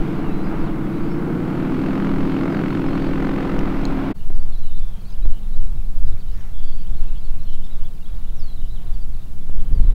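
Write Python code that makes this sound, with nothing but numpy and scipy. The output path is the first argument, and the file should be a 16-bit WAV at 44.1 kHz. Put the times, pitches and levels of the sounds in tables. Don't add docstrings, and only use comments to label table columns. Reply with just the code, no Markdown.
import sys
import numpy as np
from scipy import signal
from scipy.fft import rfft, irfft, next_fast_len
from scipy.io import wavfile
from scipy.ndimage import uniform_filter1d, map_coordinates

SR = 44100
rng = np.random.default_rng(int(sys.argv[2]) if len(sys.argv) > 2 else 0)


def file_out(sig):
    cols = np.atleast_2d(sig).T
    lim = np.clip(cols, -1, 1)
    pcm = np.round(lim * 32767).astype(np.int16)
    wavfile.write(sys.argv[1], SR, pcm)


def voltage_ratio(decibels):
    exponent = np.asarray(decibels, float) / 20
    return 10 ** exponent


N = 438345
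TIME = np.arange(N) / SR
CUT_S, FADE_S = 4.1355, 0.019
TURN_S = 2.33


def unit(x):
    return x / np.sqrt(np.mean(x ** 2) + 1e-20)


def curves(rows):
    t_s, *cols = np.transpose(rows)
    return [np.interp(TIME, t_s, c) for c in cols]


def wobble(rate_hz):
    coarse = TIME[::64]
    knots = rng.standard_normal(int(N * rate_hz / SR) + 4)
    return np.interp(TIME, coarse, map_coordinates(knots, [coarse * rate_hz]))


def colour(points, hz):
    f_hz, db = np.transpose(points)
    gain = voltage_ratio(np.interp(np.log(hz + 1e-3), np.log(f_hz), db))
    return gain * (hz >= f_hz[0]) * (hz <= f_hz[-1])


def shaped(x, points):
    m = next_fast_len(N + 8192)
    gain = colour(points, np.fft.rfftfreq(m, 1 / SR))
    return unit(irfft(rfft(x, m) * gain, m)[:N])


def noise(points):
    return shaped(rng.standard_normal(N), points)


def level(x, seconds):
    size = round(seconds * SR / 2)
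    power = uniform_filter1d(uniform_filter1d(x ** 2, size), size)
    return x / np.sqrt(np.abs(power) + .05)


def add(track, t_s, sound):
    part = track[round(t_s * SR):][:len(sound)]
    part += sound[:len(part)]


# t/s, engine cycles/Hz
ENGINE_SPEED = [(0.0, 10.573), (0.4, 10.21), (0.7, 10.12), (1.0, 10.46), (1.4, 11.51), (1.8, 12.36),
                (2.2, 12.76), (2.6, 12.81), (4.1, 12.79)]


def aircraft():
    cycle_hz = uniform_filter1d(curves(ENGINE_SPEED)[0], size=SR // 5, mode="nearest")
    turns = np.cumsum(cycle_hz) / SR
    return exhaust(turns, cycle_hz) + propeller(turns, cycle_hz)


# multiple of the cycle, full-speed level/dB, gain per Hz of lower speed/dB
FIRING_ORDERS = [(8, 16, -1.5), (10, -13, -2), (11, 13, -2.5), (12, 4, -5), (13.04, 13.5, -0.74),
                 (14.02, 3, 0), (14.97, 3.5, 1.5), (15.94, 13.5, -3), (17.01, 2.5, 0.3), (18, -2, -2.1),
                 (18.94, 5, 0.2), (21, 13.5, -2.5), (22.04, 4.5, -1.5), (23.12, -1, -1.5), (23.94, 6.5, -2),
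                 (25, -5.5, 0.2), (25.98, 2, -4), (26.97, 3, -0.5), (27.97, -3.5, 0), (29.02, -0.5, -0.2),
                 (30.1, 1.5, -2.5), (31.02, 3.5, -3.5), (31.86, 1, 1.24), (32.85, -4.5, -3.5),
                 (33.75, -1.5, -3.5), (34.9, -7, 1.5), (36.1, -8, -2.5), (37.1, -9, -2), (37.95, 4, -5.5),
                 (40, -2, -0.5), (41.14, 1.5, -1), (41.9, -5.5, -1.5), (42.7, -4.5, -0.5), (44, 2.3, -2.5),
                 (44.7, -3, -1.6)]
# f/Hz, level/dB
PIPE_COLOUR = [(70.0, -21.5), (110.0, -18), (150.0, -8.5), (190.0, -4), (230.0, -10), (270.0, -2),
               (310.0, 1), (350.0, -0.5), (400.0, -8.5), (460.0, -6.5), (600.0, -26.5)]
# f/Hz, level/dB per Hz
BREATH_COLOUR = [(60, 1), (110, 9), (200, 13.5), (320, 1), (450, -13), (600, -45.5)]


def exhaust(turns, cycle_hz):
    idle_hz, idle_db, rev_db_per_hz = 10.04, -24, 1.5
    turn_db_per_s, beat_db_per_s = 2, 5
    even_share, even_s = .45, .03
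    firing, near = np.zeros(N), TIME < CUT_S + FADE_S
    slack_hz = cycle_hz.max() - cycle_hz
    beat_db = beat_db_per_s * np.clip(TIME[near] - 2.6, 0, 1)
    for k, full_db, slow_db in FIRING_ORDERS:
        wander = (0.23 + 0.18 * slack_hz) * wobble(6.06)
        phase = 2 * np.pi * k * turns[near] + rng.uniform(0, 2 * np.pi) + wander[near]
        order_db = full_db + slow_db * slack_hz[near] + (k < 9) * beat_db + 1.37 * wobble(4.996)[near]
        firing[near] += voltage_ratio(order_db) * colour(PIPE_COLOUR, k * cycle_hz[near]) * np.sin(phase)
    firing[~near] = firing[near].std()
    steady = level(unit(firing), 0.9)
    tone = (1 - even_share) * steady + even_share * level(steady, even_s)
    puffs = 1 + .5 * np.cos(2 * np.pi * 8 * turns)
    loud_db = idle_db + rev_db_per_hz * (cycle_hz - idle_hz)
    loud_db = loud_db - turn_db_per_s * np.maximum(TIME - TURN_S, 0)
    return voltage_ratio(loud_db) * (tone + voltage_ratio(-11) * puffs * noise(BREATH_COLOUR))


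# t/s, level/dB
BLADE_LOAD = [(0, -1), (0.94, -5.5), (1.9, 1), (2.6, 2.5), (2.9, 1.5), (3.3, 2.5), (3.55, 1), (3.8, 1.5),
              (4.1, 2)]
# t/s, share 0-1
SLAP_DEPTH = [(0, 0), (1, 0.07), (1.6, 0.16), (2, 0.3), (2.6, .38), (3.3, 0.45), (3.7, 0.16), (4.1, 0.07)]
# t/s, peak level/dB
HARD_SLAPS = [(1.858, -21), (1.879, -22), (1.925, -21), (1.951, -21), (1.975, -20), (2.045, -17.5),
              (2.067, -22), (2.16, -22), (2.206, -23), (2.251, -23), (2.299, -24), (2.317, -23),
              (2.455, -21), (2.523, -20), (2.545, -19), (2.568, -21), (2.591, -18), (2.636, -17),
              (2.659, -18), (2.681, -22), (2.704, -19), (2.749, -18), (2.772, -22), (2.819, -24),
              (2.842, -25), (2.955, -22), (2.977, -22), (3.134, -20.5), (3.179, -22), (3.202, -19),
              (3.225, -18), (3.248, -17), (3.267, -19), (3.295, -17.5), (3.381, -20), (3.5, -21)]
# f/Hz, level/dB per Hz
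WASH_COLOUR = [(220, -3), (380, -7), (456, -10), (480, -5.5), (879, -8), (1450, -11), (1800, -19),
               (2100, -18), (3000, -36), (3900, -65), (6600, -120)]
# f/Hz, level/dB per Hz
TIP_COLOUR = [(1500, -62), (2200, 7), (3000, 2.5), (4500, -6), (6500, -17), (9000, -23.5), (12000, -60)]
# f/Hz, level/dB per Hz
THUD_COLOUR = [(300, -30), (430, -4), (500, 0.5), (680, 0), (950, -3.5), (1300, -8.5), (1800, -13.5),
               (2600, -21), (4000, -45)]


def propeller(turns, cycle_hz):
    passes_per_cycle, known_pass_s = 3.451, 2.592
    load_db, = curves(BLADE_LOAD)
    wash_db, tip_db = -33.5 + 0.51 * load_db, -48.5 + load_db
    depth = np.clip(curves(SLAP_DEPTH)[0], 0, 1)
    swung_s = np.clip(TIME - TURN_S, 0, None)
    behind = np.clip(2.7 * (TIME - 3.56), 0, 1)

    blades = passes_per_cycle * (turns - turns[round(known_pass_s * SR)]) + 100 + .003 * wobble(25)
    count = np.maximum.accumulate(blades).astype(int)
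    size_db = 1.2 * rng.standard_normal(424) - 1.5
    slap_s, slap_db = np.transpose(HARD_SLAPS)
    hard = np.round(np.interp(slap_s, TIME, blades)).astype(int)
    size_db[hard] = 0.4 * (slap_db + 23)
    size = voltage_ratio(size_db).take(count, mode="wrap")

    cycle_part = blades % 1
    since_s = (cycle_part - .08 - (cycle_part > .6)) / (passes_per_cycle * cycle_hz)
    rise_s, fall_s = 0.0013 + 0.0019 * np.minimum(swung_s, 1), .003
    puff = size * np.exp(-np.abs(since_s) / np.where(since_s < 0, rise_s, fall_s))
    gate = np.sqrt(1 - depth) + (1 - 0.23 * behind) * np.sqrt(depth) * unit(puff)
    gate = gate / np.sqrt(uniform_filter1d(gate ** 2, SR // 4))

    passes = size * np.diff(count, prepend=count[0])
    ahead = np.clip(0.67 * swung_s, 0, 1) * voltage_ratio(1.8 * wobble(40))
    split = passes + ahead * np.roll(passes, -round(.004 * SR))
    facets = rng.standard_normal(440)
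    airframe = facets * voltage_ratio(-60 * TIME[:440] / .013)
    airframe[0] = 7
    late_samples = (np.abs(facets[-9:]) * 3000 % 1000).astype(int)
    fuselage = np.bincount(late_samples, 7 * np.sign(facets[:9]))
    side_on = signal.fftconvolve(split, airframe)[:N]
    tail_on = signal.fftconvolve(passes, fuselage)[:N]
    slaps = (1 - behind) * side_on + voltage_ratio(-4) * behind * tail_on

    thuds, cracks = shaped(slaps, THUD_COLOUR), shaped(slaps, TIP_COLOUR)
    wash = gate ** 0.62 * noise(WASH_COLOUR) + voltage_ratio(1.0) * np.sqrt(depth + .05 * behind) * thuds
    tips = gate ** 0.71 * noise(TIP_COLOUR) + 0.5 * np.sqrt(depth) * cracks
    return voltage_ratio(wash_db + wobble(7.82)) * wash + voltage_ratio(tip_db + wobble(8.1)) * tips


# t/s, length/s, heave level/dB, buffet over heave/dB
GUST_EVENTS = [(0, 0.041, -15, -0.5), (0.365, 0.33, -19.5, -11), (.6, 0.21, -21.5, -2),
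               (1.01, 0.3, -20.5, -13), (1.83, .4, -28, -5), (2.2, .2, -20, -8), (2.898, 0.28, -24, -4),
               (3.163, 0.36, -24, -1), (3.61, 0.13, -18, -4.5), (3.863, 0.22, -22, 3.5),
               (4.368, 0.19, -5.5, -16.5), (4.596, 0.25, -8.5, -25), (4.8, 0.16, -9, -10),
               (5.03, 0.23, -24.5, -3), (5.199, 0.11, -13.5, -11), (5.27, 0.1, -3, -14),
               (5.45, .12, -20.5, 0), (5.59, 0.14, -4.5, -16), (5.8, 0.33, -16, -3.5),
               (6.046, 0.17, -5.5, -13), (6.314, 0.15, -16, -4.5), (6.654, 0.31, -8, -19.5),
               (7.02, 0.26, -9, -9), (7.313, 0.17, -10, -11), (7.538, 0.21, -8.5, -23),
               (7.799, 0.12, -8.5, -25), (8.2, 0.35, -15, -9), (8.426, 0.13, -12, -14),
               (8.614, 0.1, -12.5, -8.5), (8.9, 0.33, -14, -7), (9.087, 0.18, -14, -13),
               (9.402, 0.18, -13.5, -32), (9.565, 0.1, -3.5, -15.5), (9.73, 0.073, -12, 3),
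               (9.84, 0.18, -11, 6)]
# f/Hz, level/dB per Hz
HEAVE_COLOUR = [(1.3, -26), (2.7, -11.5), (5.4, 7), (10, 8), (16, -8.5), (22, -25), (30, -36)]
# f/Hz, level/dB
HEAVE_LIMIT = [(.5, 0), (17, 0), (24, -8), (34, -30), (60, -70)]
# f/Hz, level/dB per Hz
BUFFET_COLOUR = [(13, -18), (20, 0), (31, -6), (40, -13), (50, -21), (65, -28), (100, -34), (200, -48),
                 (400, -60), (1000, -90)]


def wind():
    calm_heave_db, calm_buffet_db = -31, -33.5
    bells = np.array([np.exp(-(2 * (TIME - t_s) / length_s) ** 2) for t_s, length_s, _, _ in GUST_EVENTS])
    heave_db, over_db = np.transpose(GUST_EVENTS)[2:]
    heave = np.sqrt(voltage_ratio(2 * calm_heave_db) + voltage_ratio(2 * heave_db) @ bells)
    buffet = np.sqrt(voltage_ratio(2 * calm_buffet_db) + voltage_ratio(2 * (heave_db + over_db)) @ bells)
    slow = shaped(level(noise(HEAVE_COLOUR), 0.079), HEAVE_LIMIT)
    quick = voltage_ratio(1.3 * wobble(18)) * level(noise(BUFFET_COLOUR), 0.072)
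    return heave * slow + buffet * quick


def larks():
    song = np.zeros(N)
    sing_whistles(song)
    sing_arches(song)
    sing_trills(song)
    t = TIME[:SR // 5]
    scatter = unit(rng.standard_normal(len(t)) * voltage_ratio(-60 * t / 0.21)) / np.sqrt(len(t))
    echo = signal.fftconvolve(song, scatter)[:N]
    return song * voltage_ratio(1.9 * wobble(70)) + voltage_ratio(-7) * echo


def whistle(length_s, glide, db):
    u = np.linspace(0, 1, round(length_s * SR))
    shape = np.minimum(1, np.sin(np.pi * u) * (1 + length_s / 0.021))
    return voltage_ratio(db + 5.5) * shape * np.sin(2 * np.pi * np.cumsum(glide(u)) / SR)


# t/s, length/s, start f/Hz, end f/Hz, level/dB
WHISTLES = [(0.3, 0.16, 3880, 4100, -63), (1.01, 0.15, 4730, 4480, -69), (1.085, 0.1, 5400, 5240, -67),
            (2.487, 0.093, 5140, 4650, -65.5), (7.738, .032, 6500, 5100, -69),
            (7.502, .045, 5950, 5150, -69), (2.888, 0.1, 4150, 4420, -60),
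            (3.01, .075, 4560, 4480, -62), (.455, .04, 4800, 4750, -68), (.925, .065, 3900, 3950, -67),
            (5.965, .12, 4150, 3980, -73), (4.38, .06, 4420, 4600, -68), (.24, .085, 2900, 2620, -57),
            (4.52, .057, 4300, 3850, -61), (4.57, 0.15, 4350, 3710, -64.5),
            (4.69, 0.23, 3700, 3460, -62), (6.064, .087, 4500, 3900, -70),
            (6.195, 0.028, 4700, 4500, -64), (6.32, .04, 5350, 4750, -66),
            (6.363, 0.055, 4200, 3400, -70), (6.625, 0.217, 4640, 4550, -64),
            (6.76, 0.086, 3450, 3040, -67), (6.934, 0.045, 4250, 4150, -69),
            (8.058, .085, 3540, 3320, -67), (7.42, .1, 4400, 4000, -65), (7.512, .27, 3900, 3470, -69),
            (7.815, .03, 3480, 3400, -68), (.65, .07, 4750, 2700, -61), (8.39, 0.035, 5400, 4630, -64),
            (8.417, .12, 4700, 3900, -59), (9.723, .15, 5040, 3900, -68),
            (.82, 0.042, 3650, 3330, -60)]
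# t/s, start f/Hz, end f/Hz, level/dB
LARK_FLICKS = [(4.153, 4420, 4490, -67), (.435, 4850, 5100, -64), (4.52, 3780, 3290, -63),
               (4.57, 5750, 5900, -68), (4.861, 5680, 5870, -67), (5.096, 6470, 6230, -69),
               (5.215, 2550, 2500, -65), (5.22, 3800, 4000, -61), (5.525, 3800, 3900, -65),
               (5.612, 2250, 2640, -65), (6.07, 3750, 3650, -66), (7.28, 4300, 3500, -68),
               (4.345, 5000, 4350, -69), (5.765, 4000, 3500, -68), (7.391, 4220, 3800, -64),
               (7.778, 4700, 2500, -65), (8.556, 4250, 3550, -63), (3.075, 4250, 3900, -62),
               (2.86, 5050, 5300, -66), (4.42, 4900, 4700, -66), (.28, 3650, 3850, -62),
               (8.481, 3290, 3320, -63), (8.572, 3300, 3750, -66), (8.595, 3980, 3660, -62),
               (8.757, 3940, 2900, -61), (8.795, 3750, 2950, -64), (8.935, 4800, 4350, -64),
               (9.005, 4700, 4650, -64), (9.088, 3800, 3100, -68), (9.125, 4800, 3800, -66),
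               (2.705, 4500, 4200, -59), (2.73, 3900, 3500, -60), (2.56, 4500, 4300, -61),
               (9.406, 3540, 3400, -62), (7.645, 5150, 5250, -68), (9.89, 3640, 3550, -67)]
# t/s, start f/Hz, end f/Hz, level/dB
LARK_PIPS = [(4.788, 4400, 4700, -59), (4.81, 3500, 2900, -61), (5.08, 4600, 4800, -64),
             (5.099, 5200, 4700, -63), (5.121, 5200, 4900, -61), (5.438, 3700, 3650, -65),
             (5.456, 3700, 3500, -65), (5.664, 3950, 3800, -65), (5.714, 3500, 3300, -65),
             (5.804, 2400, 2600, -61), (6.123, 3900, 3400, -62), (6.216, 4000, 3500, -64),
             (6.275, 3700, 4100, -65), (6.313, 4750, 4400, -61), (6.405, 3400, 2900, -59),
             (6.43, 2700, 3000, -64), (6.486, 2800, 2650, -64), (6.588, 5000, 4500, -65),
             (6.676, 5000, 4250, -62), (6.72, 4500, 4200, -62), (6.808, 4600, 3400, -66),
             (6.836, 3000, 3900, -63), (6.867, 2800, 3600, -59), (6.884, 2700, 2400, -63),
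             (6.9, 2900, 3400, -65), (6.945, 3800, 3400, -65), (6.968, 4500, 4050, -63),
             (6.988, 4500, 4050, -63), (7.016, 2900, 3600, -66), (7.135, 4600, 4200, -66),
             (7.436, 5750, 5550, -65), (7.048, 2900, 3500, -61), (7.078, 3600, 4100, -63),
             (7.153, 4000, 2700, -58), (7.166, 3400, 2400, -64), (7.221, 3900, 4050, -64),
             (7.268, 4200, 2600, -62), (7.452, 4100, 2900, -62), (7.628, 2900, 2500, -69),
             (7.668, 3300, 2300, -65), (7.802, 4000, 3100, -65), (7.872, 3200, 2700, -66),
             (8.055, 3100, 3500, -56), (8.293, 3300, 2800, -64), (8.363, 6150, 6000, -65),
             (8.415, 3600, 3550, -61), (8.755, 4200, 3700, -62), (8.87, 4100, 3900, -62),
             (8.745, 4300, 3600, -64), (8.815, 4100, 3400, -66), (9.045, 3200, 2800, -66),
             (8.378, 5800, 5600, -62), (8.396, 5250, 5100, -59)]


def sing_whistles(song):
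    flicks = [(t_s, .03, *rest) for t_s, *rest in LARK_FLICKS]
    pips = [(t_s, .012, *rest) for t_s, *rest in LARK_PIPS]
    for t_s, length_s, start_hz, end_hz, db in list(WHISTLES) + flicks + pips:
        add(song, t_s, whistle(length_s, lambda u: end_hz + (start_hz - end_hz) * (1 - u) ** 1.4, db))


# t/s, length/s, top f/Hz, level/dB
ARCHED_CALLS = [(4.742, 0.06, 4050, -64), (5.04, .06, 4480, -64), (7.028, .034, 2800, -65),
                (7.066, .034, 2650, -64), (7.103, .032, 2620, -63), (7.236, 0.042, 4430, -61),
                (7.29, .032, 2750, -65), (7.325, .032, 2750, -65), (7.37, .014, 2550, -65),
                (7.606, 0.022, 3070, -62), (7.636, 0.041, 3620, -57), (7.703, 0.037, 3900, -60),
                (7.816, .02, 3020, -65), (7.844, 0.032, 3480, -57), (8.238, .026, 2950, -66),
                (8.264, .036, 3480, -64), (8.701, 0.062, 4040, -62)]


def sing_arches(song):
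    drop, flatness = 0.144, 2.96
    for t_s, length_s, top_hz, db in ARCHED_CALLS:
        add(song, t_s, whistle(length_s, lambda u: top_hz * (1 - drop * np.abs(2 * u - .9) ** flatness), db))


def trill(length_s, hz, sweep_hz, rate_hz, db):
    t = np.arange(round(length_s * SR)) / SR
    drift = np.cumsum(rng.standard_normal(len(t))) * np.sqrt(rate_hz / SR)
    beat = (t * rate_hz + (rate_hz / 2500) * drift) % 1
    shape = np.sin(np.pi * np.minimum(beat / 0.65, 1)) * np.sin(np.pi * t / length_s) ** 0.16
    pitch_hz = hz + sweep_hz * (beat - .35) / .5
    return voltage_ratio(db + 11.5) * shape * np.sin(2 * np.pi * np.cumsum(pitch_hz) / SR)


# t/s, length/s, f/Hz, beat rate/Hz, level/dB
SLOW_TRILLS = [(4.19, .06, 2900, 70, -66), (4.634, 0.1, 3000, 55, -66), (4.921, 0.1, 3200, 70, -67),
               (5.45, .15, 4000, 70, -74), (6.23, 0.14, 3100, 74, -70), (6.529, 0.22, 3400, 82, -61.5),
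               (8.04, 0.39, 3800, 58, -73), (8.615, .06, 3100, 79, -64), (8.661, .06, 3750, 80, -63),
               (9.19, .05, 3800, 70, -69), (8.87, .11, 3500, 60, -69), (9.547, .16, 3200, 70, -70)]
# t/s, length/s, f/Hz, beat rate/Hz, level/dB
FAST_PURRS = [
    (5.33, .062, 3050, 200, -64),
    (6.056, .046, 4880, 75, -66),
    (7.163, 0.026, 3280, 117, -60),
    (7.468, 0.097, 3170, 190, -58),
]


def sing_trills(song):
    for calls, sweep_hz in ((SLOW_TRILLS, 448), (FAST_PURRS, 150)):
        for t_s, length_s, hz, rate_hz, db in calls:
            add(song, t_s, trill(length_s, hz, sweep_hz, rate_hz, db))


def chatter():
    song, u = np.zeros(N), np.linspace(0, 1, 600)
    for when, pitch, bend, size in rng.uniform(0, 1, (1300, 4)):
        hz = (2700 + 2200 * pitch ** 1.3) * (1 + .5 * (bend - .8) * u)
        chirp = np.sin(np.pi * u) * np.sin(2 * np.pi * np.cumsum(hz) / SR)
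        add(song, when * N / SR, voltage_ratio(-66 + 7 * size) * chirp)
    return song * voltage_ratio(1.5 * wobble(5))


# t/s, level/dB, low f/Hz, high f/Hz, t60/s
BODY_TICKS = [
    (3.591, -18.5, 2800, 5570, 0.0068),
    (3.853, -15, 4180, 6660, 0.0071),
]
# t/s, level/dB
MEMBRANE_SLIPS = [
    (4.3016, -20.5),
    (4.3045, -19),
    (5.253, -24),
    (5.256, -18),
    (9.497, -20),
]
# t/s, length/s, level/dB
SLEEVE_BRUSH = (6.29, .26, -57)
# f/Hz, level/dB
CLOTH_COLOUR = [(500, -30), (900, -3), (2000, 1), (2500, -10), (5000, -20), (5700, -6), (6100, -16),
                (6600, -5), (7200, -40)]


def handling():
    out, t = np.zeros(N), TIME[:SR // 20]
    for t_s, db, low_hz, high_hz, t60_s in BODY_TICKS:
        ring = np.sin(2 * np.pi * low_hz * t) + .3 * np.sin(2 * np.pi * high_hz * t)
        ring = ring + .7 * uniform_filter1d(rng.standard_normal(len(t)), size=4)
        add(out, t_s, voltage_ratio(db - 60 * t / t60_s) * ring * (1 - np.exp(-t / 0.00057)))
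    for t_s, db in MEMBRANE_SLIPS:
        add(out, t_s, -voltage_ratio(db) * (1 - np.exp(-t / 0.00032)) * np.exp(-t / 0.016))
    t_s, length_s, db = SLEEVE_BRUSH
    brush = np.sin(np.pi * np.clip((TIME - t_s) / length_s, 0, 1))
    return out + voltage_ratio(db + 2.1 * wobble(59)) * brush * noise(CLOTH_COLOUR)


# t/s, engine level/dB, roar level/dB
FAR_LEVELS = [
    (4.13, -37.5, -54),
    (4.75, -43.5, -54),
    (9.31, -41.5, -55),
    (9.94, -35, -51.5),
]
# f/Hz, level/dB per Hz
DRONE_COLOUR = [(41, -40), (70, 6.5), (81, -5), (124, -2), (146, -4), (199, -7.5), (216, -14.5),
                (247, -12.5), (450, -24.5), (580, -33.5), (990, -120)]
# f/Hz, level/dB per Hz
ROAR_COLOUR = [(240, -9.5), (400, -3), (588, -5.5), (651, -4), (1340, -10), (1760, -14.5), (3810, -20),
               (6000, -63), (7800, -53), (13200, -120)]
# f/Hz, level/dB
FAR_TONES = [(194.6, -51.5), (123.3, -52), (93.5, -50), (260, -67.5)]


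def field():
    drone_db, roar_db = curves(FAR_LEVELS)
    out = np.zeros(N)
    for hz, db in FAR_TONES:
        out += voltage_ratio(db + 2.5 + 1.97 * wobble(4)) * np.sin(2 * np.pi * hz * TIME + 0.81 * wobble(5))
    out += voltage_ratio(drone_db + 1.3 * wobble(7.8)) * noise(DRONE_COLOUR)
    return out + voltage_ratio(roar_db + 1.07 * wobble(7.0)) * noise(ROAR_COLOUR)


# f/Hz, level/dB per Hz
HISS_COLOUR = [(2000, -22), (4000, 4.5), (6000, 1.5), (11500, 1), (12500, 1.5), (16000, 1)]
# f/Hz, rms level/dB
WHINE_TONES = [(10200, -82), (12100, -88), (15100, -87), (15150, -87)]


def electronics():
    whine = sum(voltage_ratio(db) * np.sqrt(2) * np.sin(2 * np.pi * hz * TIME) for hz, db in WHINE_TONES)
    return voltage_ratio(-60.5) * noise(HISS_COLOUR) + whine


def scene():
    outdoors = np.where(TIME < CUT_S, aircraft(), field())
    return (outdoors + wind() + larks() + chatter() + handling())[None]


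def roll_off(x):
    return signal.sosfilt(signal.butter(12, 16900, fs=SR, output="sos"), x)


def record(dry):
    top_hz = 15790
    x = np.clip(dry + electronics(), -1, 1)
    fade = np.clip(np.abs(TIME - CUT_S) / FADE_S, 0, 1) ** 1.9
    fade = fade * np.clip((TIME[-1] - TIME) / FADE_S, 0, 1)
    m = next_fast_len(N)
    x = irfft(rfft(x * fade, m) * (np.fft.rfftfreq(m, 1 / SR) < top_hz), m)[:, :N]
    return roll_off(x)


dry = scene()
out = record(dry)
file_out(out)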